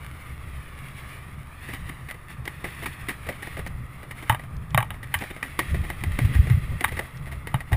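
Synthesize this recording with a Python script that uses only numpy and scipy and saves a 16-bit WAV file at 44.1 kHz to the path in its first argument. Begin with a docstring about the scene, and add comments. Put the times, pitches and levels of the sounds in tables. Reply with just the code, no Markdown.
"""Gliding under a parachute, heard from inside the plastic case of a helmet camera.
At first air rushes over the case, cloth rustles in the flow and gusts rumble underneath.
From 1.6 s the head moves: riser webbing scuffs the helmet and small metal parts click now and then.
From 4.3 s harness hardware knocks on the helmet, rattling the case and rocking it on its mount.
Big eddies buffet the helmet from 5.7 to 6.6 s; a few last knocks and low thumps follow."""
import sys
import numpy as np
from scipy import signal
from scipy.fft import rfft, irfft
from scipy.io import wavfile
from scipy.ndimage import uniform_filter1d, map_coordinates

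SR = 44100
rng = np.random.default_rng(int(sys.argv[2]) if len(sys.argv) > 2 else 0)


def materialize(psi):
    """Save the field psi as 16-bit PCM at rate SR to the path in sys.argv[1].

    A 1-D psi becomes a single channel; in a 2-D psi each row is a channel.
    """
    bounded = np.clip(np.atleast_2d(psi).T, -1, 1)
    quanta = np.round(bounded * 32767).astype(np.int16)
    wavfile.write(sys.argv[1], SR, quanta)


N = 342216
HIT_SIZE = 8192  # samples in a one-shot
TIME = np.arange(N) / SR
AGE = np.arange(HIT_SIZE) / SR

# airflow, strong with the head up beside the risers, weak looking down: (time [s], level [dB])
AIRFLOW = [(0.0, -47), (0.15, -49.5), (0.39, -50), (0.84, -48.5), (1.1, -47.5), (1.42, -53), (1.9, -48),
           (2.12, -54.5), (2.4, -53), (2.68, -45), (3.46, -48), (3.76, -53), (4.06, -52), (4.28, -47.5),
           (4.47, -54.5), (4.65, -54.5), (5.14, -53), (5.3, -50.5), (5.86, -46), (5.94, -46.5),
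           (6.35, -44.5), (7.76, -54)]
# treble that the case walls let through: (frequency [Hz], gain [dB])
WALL_EQ = [(5700, 0), (6050, -11), (6400, 1), (7700, 3.5), (8600, 10.5), (9400, 12), (10100, 18.5),
           (10900, 7), (11500, 2), (12600, -44), (13200, 12), (14000, 16.5), (15000, 6), (15600, 1)]


def buffeting(calm_db=-42, churn_db=2, swell_s=0.0047, throb_db=-9.5):
    """Turbulence rumbles in the case; each large eddy pushes it through a few slow swings."""
    # gusts swelling around the helmet: (middle [s], length [s], level [dB])
    gusts = [(.45, .6, -41), (1.8, 0.28, -34), (2.4, 0.065, -32.5), (3.05, 1.84, -43), (3.72, 0.42, -32),
             (4.7, .85, -34.5), (5.78, 0.32, -29), (6.33, 0.98, -25.5), (6.73, 0.11, -24.5),
             (6.9, 0.31, -35), (7.23, 0.11, -33.5), (7.62, 1.1, -36)]
    # large eddies hitting the case: (time [s], peak [dB], pitch [Hz])
    eddies = [(5.727, -20, 137), (5.791, -15.5, 76.6), (6.065, -14, 81), (6.209, -14, 117),
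              (6.242, -11, 99.4), (6.355, -9, 73), (6.386, -2.5, 74.6), (6.504, -7, 117.4), (6.533, -9, 91),
              (6.568, -13.5, 122)]
    # tone of the rumble: (frequency [Hz], gain [dB])
    rumble_eq = [(15, -17), (30, -2.5), (50, -9), (70, 1), (95, -7), (130, -1.5), (160, -9.5), (200, -17.5),
                 (300, -30), (600, -36), (2000, -84)]
    gust_db = swells(gusts, calm_db)
    rumble = unit(colour(rng.standard_normal(N), rumble_eq)) * undb(gust_db + churn_db * walk(20))
    push = (AGE / swell_s) ** 2 * np.exp(-AGE / swell_s)
    for s, db, hz in eddies:
        add(rumble, s, peak(push * np.sin(2 * np.pi * hz * AGE), db))
    # the slowest pressure swings leak out of the case, leaving only a faint deep throb
    throb = unit(cut(rng.standard_normal(N), 41, "lowpass")) * undb(gust_db + throb_db)
    return cut(rumble, 35, "highpass") + throb


def knocks(chatter_db=-6, chatter_s=0.0024, rattle_db=-26, rattle_s=0.022, ring_db=-29, tick_db=-6.5):
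    """Hardware hits the helmet, chatters for a few ms, rings the case and leaves it rattling briefly."""
    out = np.zeros(N)
    chatter = undb(chatter_db) * np.exp(-AGE / chatter_s) + undb(rattle_db) * np.exp(-AGE / rattle_s)
    for s, low_db, high_db in contacts():
        force = chatter * grains(HIT_SIZE, per_s=9000, spread_db=3)
        force[0] += 1  # the blow itself
        # tone of a hard knock: (frequency [Hz], gain [dB])
        knock_eq = [(100, -2), (450, -11.5), (650, -4.5), (900, 4.5), (2000, -7), (3200, -7), (4200, -30.5),
                    (7000, -30), (10000, -26), (16000, -26)]
        body = through_walls(ring_case(force, ring_db), knock_eq)
        # the hardness of the contact sets the share of low modes, high modes and tick
        low = burst(cut(body, 1380, "lowpass"), low_db)
        high = burst(cut(body, [1450, 4200], "bandpass"), high_db)
        tick = burst(cut(body, 4200, "highpass"), high_db + tick_db)
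        add(out, s, low + high + tick)
    return out


def contacts(bounce_s=0.0106, bounce_spread=1.42, bounce_db=-14):
    """Each blow of the hardware; the hardest ones bounce softly at widening gaps."""
    # blows on the helmet: (time [s], low modes [dB], high modes [dB], bouncing time [s])
    blows = [(4.2963, -15, -20.5, .06), (4.7461, -22.5, -25.5, 0), (4.776, -16, -20, .06),
             (4.9051, -37.5, -35, 0), (5.1406, -30, -21.5, 0), (5.147, -31.5, -27, 0),
             (6.841, -30.5, -25.5, 0), (6.8445, -23, -20, 0), (7.542, -24.5, -30.5, 0)]
    for s, low_db, high_db, bouncing_s in blows:
        yield s, low_db, high_db
        for delay in bounce_s * np.arange(1, 6) ** bounce_spread:
            if delay < bouncing_s:
                yield s + delay, low_db + bounce_db, high_db + bounce_db


def ring_case(force, ring_db, scatter_db=1, detune=0.012):
    """A contact plus the case's ring; each point of contact loads and excites the modes its own way."""
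    # modes of the case and mount: (frequency [Hz], t60 [s], relative level [dB])
    modes = [(634, 0.075, -10.5), (750, 0.022, -9), (863, 0.033, -3), (1040, 0.014, -7),
             (1153, 0.049, -5.5), (1246, 0.069, -13), (1645, 0.028, -2), (1920, 0.025, 6), (2066, 0.019, 4),
             (2310, 0.026, -4), (2400, 0.034, -22), (2940, 0.037, -4), (3060, 0.018, -26), (3690, 0.031, 2)]
    hz, t60, mode_db = np.transpose(modes)[:, :, None]
    load, share = rng.standard_normal((2, len(hz), 1))
    fade = undb(mode_db + scatter_db * share) * np.exp(-np.log(1000) * AGE / t60)
    ring = np.sum(fade * np.cos(2 * np.pi * hz * (1 + detune * load) * AGE), axis=0)
    return force + undb(ring_db) * signal.fftconvolve(force, ring)[:HIT_SIZE]


def thumps(rise_s=0.0029, decay_s=0.014):
    """The camera's mass swings on its springy mount and settles."""
    # jolts of the mount: (time [s], peak [dB], pitch [Hz])
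    jolts = [(4.298, -16, 110), (4.325, -22.5, 124), (4.746, -13, 125), (4.783, -16.5, 113),
             (5.155, -24, 83.4), (6.855, -29, 94), (7.543, -14, 129), (7.725, -11, 88), (7.742, -11, 85)]
    out = np.zeros(N)
    envelope = (1 - np.exp(-AGE / rise_s)) * np.exp(-AGE / decay_s)
    for s, db, hz in jolts:
        add(out, s, peak(envelope * np.sin(2 * np.pi * hz * AGE), db))
    return out


def scuffs(scrape_trim_db=1.4, thud_trim_db=0.5, rise_share=0.36, drag_db=-22, drag_s=0.03):
    """Webbing lets go and drags its weave over the shell in tiny slips; the shortest scuffs snap."""
    # strongest scuffs, before the trims: (time [s], level [dB], thud offset [dB], slip decay [s])
    strong_scuffs = [(1.731, -34, -4.5, 0.013), (1.888, -36.5, -2, 0.0079), (2.085, -34.5, -12, 0.016),
                     (2.109, -34.5, -20, .0045), (2.4538, -40.5, -32, .0023), (2.4756, -29.5, -7, 0.0036),
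                     (2.641, -30, 0, 0.01), (2.833, -36, -1.5, .007), (2.857, -28, -6, 0.0085),
                     (3.083, -25.5, -4.5, 0.015), (3.286, -29.5, 2, 0.0084), (3.421, -33.5, -5.5, 0.013),
                     (3.589, -37.5, 4.5, .008), (3.661, -35, -2, 0.011), (4.109, -36, -17, 0.0054),
                     (4.391, -39.5, -3.5, .009), (5.028, -36.5, -14, 0.0063), (5.218, -34.5, 2, .006),
                     (5.236, -36.5, -3, 0.0075), (5.4279, -26, -8, 0.0011), (5.59, -20, -4.5, 0.0032),
                     (5.742, -34, 2.5, 0.0076), (5.899, -30.5, -2, .005), (6.037, -30, -3, 0.0022),
                     (6.187, -27.5, 2.5, 0.0018), (6.335, -29.5, -4, 0.019), (6.499, -32, -5, 0.001),
                     (6.807, -29, -1.5, 0.0033), (6.876, -32.5, -7, 0.0071), (6.967, -33.5, -2.5, .007),
                     (6.9911, -26.5, -2.5, 0.003), (7.314, -38, -3.5, 0.015), (7.471, -34, -3, 0.0031),
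                     (7.603, -35, -6.5, .005), (7.715, -33, 7, 0.023), (7.729, -28, -14, 0.0025)]
    # tone of the scrape: (frequency [Hz], gain [dB])
    scrape_eq = [(300, -2), (900, 2.5), (1450, 0.5), (1900, 9), (2400, 3.5), (3300, -3.5), (4300, -10),
                 (7000, -18), (16000, -19.5)]
    out = np.zeros(N)
    for s, db, thud_db, decay_s in strong_scuffs + light_scuffs():
        attack = 1 - np.exp(-AGE / (rise_share * decay_s))
        release = np.exp(-AGE / decay_s) + undb(drag_db) * np.exp(-AGE / drag_s)
        force = attack * release * grains(HIT_SIZE, per_s=6000, spread_db=3.15)
        scrape = through_walls(ring_case(force, ring_db=-38), scrape_eq)
        thud = strap_thud(force, s)
        add(out, s, burst(scrape, db + scrape_trim_db) + burst(thud, db + thud_db + thud_trim_db))
    return out


def light_scuffs(start_s=1.6, per_s=4, over_cloth_db=5.5, scatter_db=1, thud_db=0.5, decay_s=0.0094):
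    """Once the head moves, webbing brushes it at uneven intervals, harder when the cloth is loud."""
    gap, softness = rng.random((60, 2)).T
    times = start_s + np.cumsum(2 * gap) / per_s
    levels = np.interp(times, TIME, cloth_level()) + over_cloth_db - scatter_db * (2 * softness - 1)
    return [(s, db, thud_db, decay_s) for s, db in zip(times, levels) if s < TIME[-1]]


def strap_thud(force, s, base_hz=482, octaves_per_db=0.09, scatter=0.24):
    """The taut strap thuds; looking down, out of the airflow, pulls it tighter and raises its pitch."""
    # body of the thud: (frequency [Hz], gain [dB])
    thud_eq = [(80, -5.5), (220, -1.5), (340, -4.5), (480, -9), (700, -2.5), (1000, -15.5), (1600, -25),
               (5000, -100)]
    flow_db = curve(AIRFLOW)
    shelter_db = flow_db.mean() - np.interp(s, TIME, flow_db)
    hz = base_hz * 2 ** (octaves_per_db * shelter_db) * np.exp(scatter * rng.standard_normal())
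    return colour(force + 2 * band(force, hz, width_hz=220), thud_eq)


def rustle(trim_db=-0.5, flutter_db=1.5, crinkle_db=-11, patchy_db=3, swish_db=-7,
           echo_gain=0.35, echo_s=0.001303, sway_s=0.000212):
    """Cloth hisses in the flow, with patches of tiny crinkles; it brightens as it slides faster."""
    # tone of the cloth: (frequency [Hz], gain [dB])
    cloth_eq = [(100, -2), (350, -4.5), (700, -8.5), (1400, -5.5), (1900, 4.5), (2300, 1.5), (2800, -7.5),
                (3500, -11), (4300, -18), (7000, -24.5), (16000, -26.5)]
    cloth_db = cloth_level()
    crinkles = undb(crinkle_db + patchy_db * walk(9)) * grains(N, per_s=370, spread_db=4.5)
    hiss = rng.standard_normal(N) + crinkles
    hiss += undb(swish_db + cloth_db - cloth_db.mean()) * band(hiss, hz=3400, width_hz=2200)
    # a reflection off the swaying risers sweeps shallow notches through the sound
    lag = (echo_s + sway_s * walk(1.5)) * SR
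    hiss += echo_gain * map_coordinates(hiss, [np.arange(N) - lag], order=1)
    return unit(through_walls(hiss, cloth_eq)) * undb(cloth_db + trim_db + flutter_db * walk(40))


def cloth_level(over_flow_db=2):
    """Envelope in dB: the cloth rustles with the airflow, and more while it slides."""
    # cloth sliding past the helmet as head and arms move: (middle [s], length [s], level [dB])
    slides = [(1.68, 0.31, -44), (2.32, 0.088, -46), (3.52, 0.28, -43), (4.2, 0.17, -53.5),
              (5.24, 0.34, -44), (5.65, 0.48, -46), (6.3, 0.25, -43.5), (6.94, 0.14, -47)]
    return swells(slides, curve(AIRFLOW) + over_flow_db)


def rush(level_db=-50, flow_follow=0.28, flicker_db=1):
    """Air blows over a hollow of the case; its midrange and the rest flicker apart."""
    # tone of the hollow: (frequency [Hz], gain [dB])
    hollow_eq = [(100, -23), (260, 0.5), (430, -8), (800, -7.5), (1000, -5.5), (1200, 3), (1500, -8.5),
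                 (1850, -14), (2500, -32), (4000, -48), (16000, -52)]
    air = rng.standard_normal(N)
    mids = band(air, hz=880, width_hz=700)
    air = mids * undb(flicker_db * walk(19)) + (air - mids) * undb(flicker_db * walk(26))
    flow_db = curve(AIRFLOW)
    return unit(colour(air, hollow_eq)) * undb(level_db + flow_follow * (flow_db - flow_db.mean()))


def clicks(decay_s=0.0019):
    """Small metal parts touch and are damped at once by the webbing."""
    # light touches of metal: (time [s], level [dB])
    touches = [(2.455, -49), (2.477, -71), (3.656, -63), (3.674, -50), (4.567, -57), (4.706, -52.5),
               (5.189, -46), (7.172, -54.5)]
    # bright tone of a click: (frequency [Hz], gain [dB])
    metal_eq = [(300, -43), (1200, -50), (2200, -1.5), (3500, 11), (5000, 6), (7500, 3), (9000, -8),
                (16000, -20)]
    out = np.zeros(N)
    for s, db in touches:
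        tap = rng.standard_normal(HIT_SIZE) * np.exp(-AGE / decay_s)
        add(out, s, burst(colour(tap, metal_eq), db))
    return out


def through_walls(x, eq):
    """Give a source its own tone, then pass it through the case walls."""
    return colour(colour(x, eq), WALL_EQ)


def undb(db):
    """Decibels to gain."""
    return 10 ** (np.asarray(db) / 20)


def unit(x):
    """Scale to rms 1."""
    return x / np.sqrt(np.mean(x ** 2))


def peak(x, db):
    """Scale to a peak level."""
    return x * undb(db) / np.abs(x).max()


def burst(x, db):
    """Scale a one-shot to the energy of 10 ms at the given level."""
    return x * undb(db) / np.sqrt(np.sum(x ** 2) / (0.01 * SR))


def curve(rows):
    """Join (time, value) rows by straight lines."""
    return np.interp(TIME, *np.transpose(rows))


def swells(rows, floor_db):
    """Envelope in dB of smooth swells over a floor."""
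    power = undb(floor_db) ** 2
    for middle_s, length_s, db in rows:
        arch = np.cos(np.pi * np.clip((TIME - middle_s) / length_s, -0.5, 0.5))
        power = power + (undb(db) * arch) ** 2
    return 10 * np.log10(power)


def add(out, s, x):
    """Mix a one-shot in at time s."""
    i = max(int(s * SR), 0)
    out[i:i + len(x)] += x[:max(N - i, 0)]


def colour(x, eq):
    """Minimum-phase EQ through (frequency, gain) points."""
    hz, db = np.transpose(eq)
    grid_hz = np.maximum(np.arange(HIT_SIZE // 2 + 1) * SR / HIT_SIZE, 1)
    gain = undb(np.interp(np.log(grid_hz), np.log(hz), db))
    cepstrum = irfft(np.log(gain))
    # folding the cepstrum keeps the filter from ringing ahead of an attack
    cepstrum[1:HIT_SIZE // 2] *= 2
    cepstrum[HIT_SIZE // 2 + 1:] = 0
    impulse = irfft(np.exp(rfft(cepstrum)))
    return signal.fftconvolve(x, impulse)[:len(x)]


def band(x, hz, width_hz):
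    """One resonance, gain 1 at the centre."""
    return signal.lfilter(*signal.iirpeak(hz, hz / width_hz, fs=SR), x)


def cut(x, hz, kind):
    """Steep low-, band- or high-pass."""
    return signal.sosfilt(signal.butter(4, hz, kind, fs=SR, output="sos"), x)


def walk(per_s):
    """Smooth random drift: sample-and-hold slewed twice, rms 1."""
    hold = int(SR / per_s)
    steps = np.repeat(rng.standard_normal(N // hold + 1), hold)
    return unit(uniform_filter1d(uniform_filter1d(steps, hold), hold)[:N])


def grains(size, per_s, spread_db):
    """Random tiny impacts of uneven strength, rms 1."""
    strength = undb(spread_db * np.minimum(rng.exponential(size=size), 4))
    fires = rng.random(size) < per_s / SR
    return unit(fires * rng.standard_normal(size) * strength)


def scene():
    """Wind and gear at one microphone; open air gives no reverb."""
    return (rush() + rustle() + buffeting() + knocks() + thumps() + scuffs() + clicks())[None]


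def record(dry, whine_db=-35, whine_hz=12000, ceiling=0.75, top_hz=15300):
    """A faint, thin whine rides on the strongest rumble; the camera rounds peaks and cuts the top end."""
    rumble = band(dry, hz=120, width_hz=70)
    whine = undb(whine_db) * rumble * np.cos(2 * np.pi * whine_hz * TIME)
    rounded = dry / (1 + (dry / ceiling) ** 4) ** 0.25
    high_cut = signal.ellip(8, 0.2, 70, top_hz, fs=SR, output="sos")
    return signal.sosfilt(high_cut, rounded + whine)


dry = scene()
out = record(dry)
materialize(out)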